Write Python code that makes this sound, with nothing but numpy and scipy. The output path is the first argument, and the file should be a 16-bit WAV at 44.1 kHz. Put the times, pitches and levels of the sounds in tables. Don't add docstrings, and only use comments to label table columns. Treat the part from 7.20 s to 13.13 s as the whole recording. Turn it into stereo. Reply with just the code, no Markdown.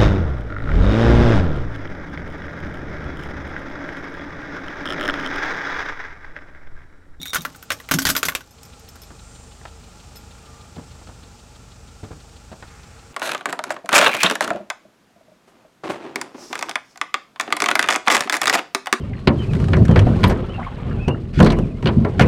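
import sys
import numpy as np
from scipy import signal
from scipy.fft import rfft, irfft, next_fast_len
from scipy.io import wavfile
from scipy.ndimage import map_coordinates

SR = 44100
rng = np.random.default_rng(int(sys.argv[2]) if len(sys.argv) > 2 else 0)


def unload_wav(signal):
    wavfile.write(
        sys.argv[1],
        SR,
        np.round(np.clip(np.atleast_2d(signal).T, -1, 1) * 32767).astype(np.int16),
    )


N = 261513

# frequency in Hz, relative level in dB.
SPLINTER_SPECTRUM = [(300, -6), (900, -0.5), (2000, 0.5), (3300, -0.5), (4200, -2), (6300, 0.5), (8000, -7),
                     (10000, -9.5), (13000, -6), (16000, -18.5)]
# frequency in Hz, relative level in dB.
HISS_SPECTRUM = [(1500, -25), (2600, -2), (3800, -2), (5300, 0), (6500, -1), (7400, .5), (8500, -3.5),
                 (10000, -13), (11500, -18), (14000, -19), (16000, -29)]


def amp(db):
    return 10 ** (np.asarray(db) / 20)


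def unit(x):
    return x / np.sqrt(np.mean(x ** 2) + 1e-20)


def along(points, hz):
    f, v = np.transpose(points)
    return np.interp(np.log(hz + 1), np.log(f + 1), v)


def curves(rows):
    s, *cols = np.transpose(rows)
    return [np.interp(np.arange(N) / SR, s, c) for c in cols]


def wobble(rate):
    knots = rng.standard_normal(int(N * rate / SR) + 4)
    return map_coordinates(knots, [np.arange(N) * rate / SR])


def filtered(x, response):
    n = x.shape[-1]
    m = next_fast_len(n + 8192)
    return irfft(rfft(x, m) * response(np.fft.rfftfreq(m, 1 / SR)), m)[..., :n]


def resonances(modes, hz):
    return sum((-1) ** k * amp(db) * 1j * hz * w / (c * c - hz * hz + 1j * hz * w)
               for k, (c, w, db) in enumerate(modes))


def noise(spectrum, size, spiky_db=0):
    grains = np.clip(rng.standard_normal(size // 16 + 1), -2, 2)
    grains = np.repeat(grains, 16)[:size]
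    grainy = rng.standard_normal((2, size)) * amp(spiky_db * grains)
    return unit(filtered(grainy, lambda hz: amp(along(spectrum, hz))))


def age():
    return np.arange(SR // 2) / SR


def fall(t60, attack):
    return amp(-60 * age() / t60) * (1 - np.exp(-age() / attack))


def ring(modes, attack, scatter_db=0):
    out = 0
    for hz, db, t60 in modes:
        strength = amp(db + scatter_db * rng.standard_normal())
        out = out + strength * fall(t60, attack) * np.sin(2 * np.pi * hz * age())
    return out


def snap(hz, cycles, edge):
    t = age()
    pulse = np.sin(2 * np.pi * hz * t) * np.exp(-t * hz / cycles)
    pulse = pulse + edge * rng.standard_normal(len(t)) * fall(0.0049, attack=.00005)
    return pulse / np.abs(pulse).max()


def add(track, s, sound):
    i = max(round(s * SR), 0)
    track[..., i:i + sound.shape[-1]] += sound[..., :max(N - i, 0)]


def swell(peak_s, peak_db, rise, fall_rate):
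    t = np.arange(N) / SR - peak_s
    return amp(peak_db + np.minimum(rise * t, -fall_rate * t))


def engine():
    (level_db,) = curves([(0, -4.5), (.65, -1), (1.25, -7), (1.45, 0), (3.6, .5), (4.3, -0.75), (5.93, 0)])
    (rate,) = curves([(1.6, 27.0), (2.0, 24.7), (2.8, 24.92), (3.3, 27.24), (3.9, 24.89), (4.4, 24.69),
                      (5.0, 24.7), (5.5, 25.79)])
    # multiple of the firing rate, level in dB.
    orders = [(1, -15), (2, 0), (3, 0), (4, -15), (5, -10), (7, -14)]
    # frequency in Hz, relative level in dB.
    bay_spectrum = [(15, -35), (25, -5), (38, -18), (60, -1), (120, -2), (145, -7.5), (172, -6.5),
                    (205, -10), (250, -7.5), (285, -15), (550, -16), (1300, -21.5), (2000, -25.5),
                    (3800, -50)]
    # frequency in Hz, width in Hz, level in dB.
    bay_modes = [(455.6, 14.6, 1.5), (810, 100, -3.5), (841.5, 49, 1.5), (1198, 79, -9), (1377, 60, -4),
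                 (2453, 310, -14.5)]
    # Hz, dB
    valve_spectrum = [(1500, -11), (2900, 1.5), (3600, 2.5), (4400, 2), (6000, -27)]
    extra_rate = rate - 24.9
    exhaust_db = -46.5 - 2.8 * extra_rate
    bay_db = -47.5 + 0.13 * extra_rate
    firings = np.cumsum(rate) / SR - 1.47
    throb = np.cos(2 * np.pi * firings)

    note = np.zeros(N)
    for k, db in orders:
        phase = 2 * np.pi * (round(k) * firings + rng.random()) + 0.12 * wobble(3.06)
        note += amp(db + 0.92 * wobble(4.35)) * np.sin(phase)

    out = amp(-53.5 + .5 * throb + .3 * wobble(6)) * noise(HISS_SPECTRUM, N)
    out[1] *= amp(-20)
    whirr = unit(filtered(rng.standard_normal(N), lambda hz: resonances(bay_modes, hz)))
    unrest_db = 1.4 * throb + .5 * wobble(9)
    out[0] += amp(bay_db + unrest_db) * (noise(bay_spectrum, N)[0] + amp(-7.5) * whirr)
    valve = np.exp(-np.abs(np.sin(np.pi * firings / 4) / .2) ** 2)
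    out[0] += amp(-51.5) * valve * noise(valve_spectrum, N)[0]
    out[0] += amp(exhaust_db) * unit(note)
    return amp(level_db) * out


def tyre():
    # start in seconds, carcass level in dB, air cavity level in dB, suspension thud level in dB.
    drops = [(0, -30.5, -39.5, -62), (.183, -23, -52, -44), (.252, -35, -39.5, -51),
             (.514, -34.5, -51, -63), (.712, -19, -20, -51), (0.7447, -8, -29, -43),
             (0.7862, -21, -26, -55), (.854, -24.5, -33, -16.5), (.89, -18, -26.5, -35),
             (1.06, -26.5, -36.5, -57)]
    # frequency in Hz, level in dB, t60 in seconds.
    carcass = [(129, -7.5, 0.068), (159, -3.5, 0.12), (175.5, -1, 0.088), (233, -11, 0.14),
               (336, -10, 0.091)]
    # frequency in Hz, level in dB, t60 in seconds.
    cavity = [(270, 0, .32), (297, -4, .13)]
    # frequency in Hz, level in dB, t60 in seconds.
    suspension = [(63, -2, 0.093), (91, -7, 0.17)]
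    out = np.zeros(N)
    for s, carcass_db, cavity_db, thud_db in drops:
        add(out, s, amp(carcass_db) * ring(carcass, attack=0.0092))
        add(out, s, amp(cavity_db) * ring(cavity, attack=0.0011))
        add(out, s, amp(thud_db) * ring(suspension, attack=0.0091))
    return out


def scrape():
    # start in seconds, level in dB.
    hard_slips = [(.031, -26.5), (0.0816, -27.5)]
    # frequency in Hz, level in dB, t60 in seconds.
    saucer = [(2256, -17, 0.07), (3770, 0, 0.046), (3815, -9, 0.04), (3970, -7, 0.034), (5770, -6.5, 0.043),
              (6830, -8, .02), (8960, -8, 0.017), (11800, -19, 0.037)]
    end_s, end_t60_s = 0.222, 0.098
    chatter_rate, chatter_db = 48, -32
    t = np.arange(N) / SR
    sing = unit(filtered(rng.standard_normal(N), lambda hz: resonances([(3620, 130, 0)], hz) ** 2))
    sing_db = -39 - 42 * t - 60 * np.maximum(t - end_s, 0) / end_t60_s
    out = amp(sing_db) * sing
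    chatter = [((k + u) / chatter_rate, chatter_db) for k, u in enumerate(rng.random(size=20))]
    for s, db in hard_slips + chatter:
        if s < end_s:
            slip = ring(saucer, attack=0.00036, scatter_db=2.5) + 1.8 * snap(7300, cycles=1.3, edge=0.98)
            add(out, s, amp(db) * slip)
    return out


def splinters(tilt_db, t60):
    size = len(age())
    shower = noise(SPLINTER_SPECTRUM, size, spiky_db=4.5) * fall(t60, attack=0.00011)
    chips = [(hz, 70, 0) for hz in rng.uniform(3000, 15500, size=22)]

    def colour(hz):
        tilt = amp(tilt_db * np.log2(np.maximum(hz, 3500) / 6000))
        return (1 + 2.1 * resonances(chips, hz)) * tilt

    shower = filtered(shower, colour)
    return shower / np.std(shower[:, :SR // 100])


def fractures():
    # start in seconds, strength in dB, ring over splinters in dB,
    # pitch of the broken piece in Hz, splinter tilt in dB per octave.
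    cracks = [(.057, -33, 0, 1590, 11), (0.133, -24, 3, 1830, 3), (.146, -19.5, 0, 1400, 10),
              (0.1573, -19, 26.5, 1420, -5), (0.165, -25, 1, 1420, -10), (0.219, -39, -18, 1680, 4),
              (0.2504, -22, 16, 1380, 9), (0.348, -43.5, 16, 1380, -2), (0.36, -46, -13, 1130, 13),
              (0.427, -39, 1, 1470, 13), (0.5042, -18, 3.5, 1700, -14), (0.5186, -23.5, 2.5, 1800, -1),
              (.601, -37.5, 9, 1810, 10), (0.6889, -31.5, 11, 1680, 4), (.712, -16.5, 3, 1420, 3),
              (0.7181, -18.5, -1, 1480, -4), (0.7386, -18.5, -5, 1450, 2), (.787, -16.5, 2.5, 1290, 0.5),
              (0.8197, -26.5, -8, 1560, 4.5), (0.8527, -16, -4, 1400, -2), (0.8685, -16.5, -3, 1800, 1),
              (0.8895, -17.5, -4, 1470, 2.5), (0.9008, -16.5, -2.5, 1340, 3), (0.9516, -21.5, 9, 1670, 4),
              (0.965, -17.5, -5, 1620, 3), (.979, -27, -3, 1650, 5), (1.0302, -17, 6, 1520, -2),
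              (1.0529, -21, -9, 1415, 2), (1.0851, -17.5, 10.5, 1800, 7), (1.1219, -34.5, 14, 1320, -10),
              (1.1509, -20.5, 1, 2300, -4), (1.2074, -40, 6, 1460, -3)]
    # frequency in Hz, width in Hz, level in dB.
    gap = [(593, 430, -8.5), (920, 570, -9), (1180, 76, 0), (1260, 50, -4), (1504, 110, 5.5),
           (1598, 110, 5), (1880, 150, -44), (2250, 1300, -10.5), (3380, 190, -14)]
    snap_db, snap_growth = 13, 1
    snap_hz, snap_octaves_per_db = 3430, 0.0381
    chip_wait_s, chip_db, chip_hz = .016, 1, 4970
    grit_db, grit_t60_s = -29, 0.57
    out, size, grinding = np.zeros((2, N)), len(age()), np.zeros(N)
    for s, db, heft_db, piece_hz, tilt_db in cracks:
        splinter_db = db - 10 * np.log10(1 + amp(heft_db) ** 2)
        pitch_hz = snap_hz * 2 ** (-snap_octaves_per_db * heft_db)
        add(out[0], s, amp(snap_db + snap_growth * db) * snap(pitch_hz, cycles=0.57, edge=0.26))

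        rebounds = rng.standard_normal(size) * fall(0.037, attack=.0001)
        piece = [(piece_hz, .35 * piece_hz, 0)]
        body = filtered(rebounds, lambda hz: resonances(gap, hz) + 1.5 * resonances(piece, hz))
        add(out[0], s, amp(splinter_db + heft_db) * body / np.std(body[:SR // 125]))

        crumble_s = np.interp(splinter_db, [-48, -28], [.04, .068])
        add(out, s, amp(splinter_db) * splinters(tilt_db, t60=crumble_s))
        for wait, pitch in rng.random((2, 2)):
            chip = snap(chip_hz * (.5 + pitch), cycles=.7, edge=.25)
            add(out[0], s + chip_wait_s * wait, amp(db + chip_db) * chip)
        add(grinding, s, (amp(db + grit_db) * fall(grit_t60_s, attack=.01)) ** 2)
    return out + np.sqrt(grinding) * noise(SPLINTER_SPECTRUM, N, spiky_db=13.0)


def knocks():
    # start in seconds, clack level in dB, clack pitch in Hz, bump level in dB.
    breaks = [(.713, -21, 544, -30), (1.757, -40, 1480, -58), (1.904, -42, 1180, -36.5),
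              (2.414, -37, 1650, -40), (2.4526, -26.5, 1620, -45), (3.564, -42, 900, -30),
              (3.582, -38.5, 1170, -28.5), (3.812, -45, 1000, -39.5), (3.871, -45, 1200, -36),
              (3.89, -39.5, 950, -35), (4.831, -39.5, 700, -28), (4.838, -39.5, 1090, -32.5),
              (4.907, -37.5, 403, -26.5), (4.916, -40.5, 1130, -36), (5.316, -35.5, 730, -31),
              (5.327, -37, 746, -45), (5.425, -31, 1380, -36.5)]
    # frequency in Hz, relative level in dB.
    bump_spectrum = [(25, -51), (60, -0.5), (130, 3), (330, -8.5), (600, -17.5), (2000, -55)]
    # frequency in Hz, relative level in dB.
    clack_spectrum = [(200, -6), (500, 3.5), (750, 6), (1100, -2), (1600, -1.5), (2300, -8.5), (4000, -13),
                      (8000, -30), (16000, -43)]
    # clack pitch in Hz, t60 in seconds.
    clack_decay = [(550, 0.057), (1150, 0.11), (1650, 0.032)]
    out, size = np.zeros(N), len(age())
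    for s, clack_db, clack_hz, bump_db in breaks:
        t60 = along(clack_decay, clack_hz)
        bump = noise(bump_spectrum, size)[0] * fall(1.12 * t60, attack=0.0015)
        add(out, s, amp(bump_db) * bump)
        piece = [(clack_hz, clack_hz / 2, 0)]
        grains = noise(clack_spectrum, size, spiky_db=4.5)[0]
        clack = unit(filtered(grains, lambda hz: 1 + 1.9 * resonances(piece, hz)))
        add(out, s, amp(clack_db) * clack * fall(t60, attack=0.00023))
    return out


def shards():
    # start in seconds, tick level in dB, ring level in dB.
    ticks = [(1.309, -42, -58), (1.432, -31.5, -58), (1.4516, -39, -54), (1.5954, -39, -62),
             (1.6882, -33.5, -51), (1.7569, -37, -66), (1.8177, -36.5, -44.5), (1.8344, -43, -56),
             (2.958, -39, -46), (2.969, -35, -47)]
    # frequency in Hz, level in dB, t60 in seconds.
    shard_modes = [(3460, -12.5, 0.21), (5250, 6, 0.05), (9500, -11, 0.083), (11800, 0, 0.1),
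                   (13100, -6, .06), (15100, -13, .05)]
    out = np.zeros(N)
    for s, db, ring_db in ticks:
        for wait_s, loss_db in [(0, 0), (.006, -6)]:
            shard = [(hz * rng.uniform(.97, 1.03), level, t60) for hz, level, t60 in shard_modes]
            add(out, s + wait_s, amp(ring_db + loss_db) * ring(shard, attack=.0003, scatter_db=3))
        crumbs = amp(-14) * splinters(tilt_db=3.0, t60=0.037)[0]
        add(out, s, amp(db) * (snap(6100, cycles=1.7, edge=0.84) + crumbs))
    return out


def brake():
    # frequency in Hz, width in Hz, level in dB.
    rub_modes = [(5970, 200, -9), (7320, 150, -1), (8050, 400, -7), (8770, 490, -2)]
    rub = unit(filtered(noise(HISS_SPECTRUM, N)[0], lambda hz: resonances(rub_modes, hz)))
    return swell(peak_s=2.15, peak_db=-52, rise=46, fall_rate=42) * rub


def whine():
    tone = unit(filtered(rng.standard_normal(N), lambda hz: resonances([(1193, 34, 0)], hz) ** 2))
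    return swell(peak_s=3.42, peak_db=-56, rise=27, fall_rate=120) * tone


def scuff():
    # frequency in Hz, width in Hz, level in dB.
    scuff_modes = [(1380, 530, 0), (2480, 510, -3.5)]
    grains = noise(SPLINTER_SPECTRUM, N, spiky_db=4)[0]
    rasp = unit(filtered(grains, lambda hz: resonances(scuff_modes, hz)))
    return swell(peak_s=5.5, peak_db=-52.5, rise=170, fall_rate=19) * rasp


def yard(x):
    # frequency in Hz, t60 in seconds.
    decay = [(200, 0.53), (1500, 0.12), (6000, 0.095), (15000, 0.12)]
    hz, t, z = signal.stft(rng.standard_normal((2, SR // 2)), SR, nperseg=256)
    fading = z * amp(-60 * t / along(decay, hz)[:, None])
    tail = signal.istft(fading, SR, nperseg=256)[1]
    delayed = np.pad(x, (300, 0))
    return signal.fftconvolve(delayed[None], tail / np.linalg.norm(tail[0]), axes=1)[:, :N]


def scene():
    # frequency in Hz, gain of the side signal in dB.
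    width = [(3700, -70), (4300, -19), (6000, -12), (8000, -8), (15000, -9)]
    both = fractures()
    both[0] += tyre() + scrape() + knocks() + shards() + brake() + whine() + scuff()
    mid, side = both + amp(-13.5) * yard(both[0]) + engine()
    side = filtered(side, lambda hz: amp(along(width, hz)))
    return np.array([mid + side, mid - side])


def record(dry):
    top_hz = 16100
    rounded = dry / (1 + np.abs(dry / .74) ** 6) ** (1 / 6)
    return filtered(rounded, lambda hz: 1 / (1 + (hz / top_hz) ** 160))


dry = scene()
out = record(dry)
unload_wav(out)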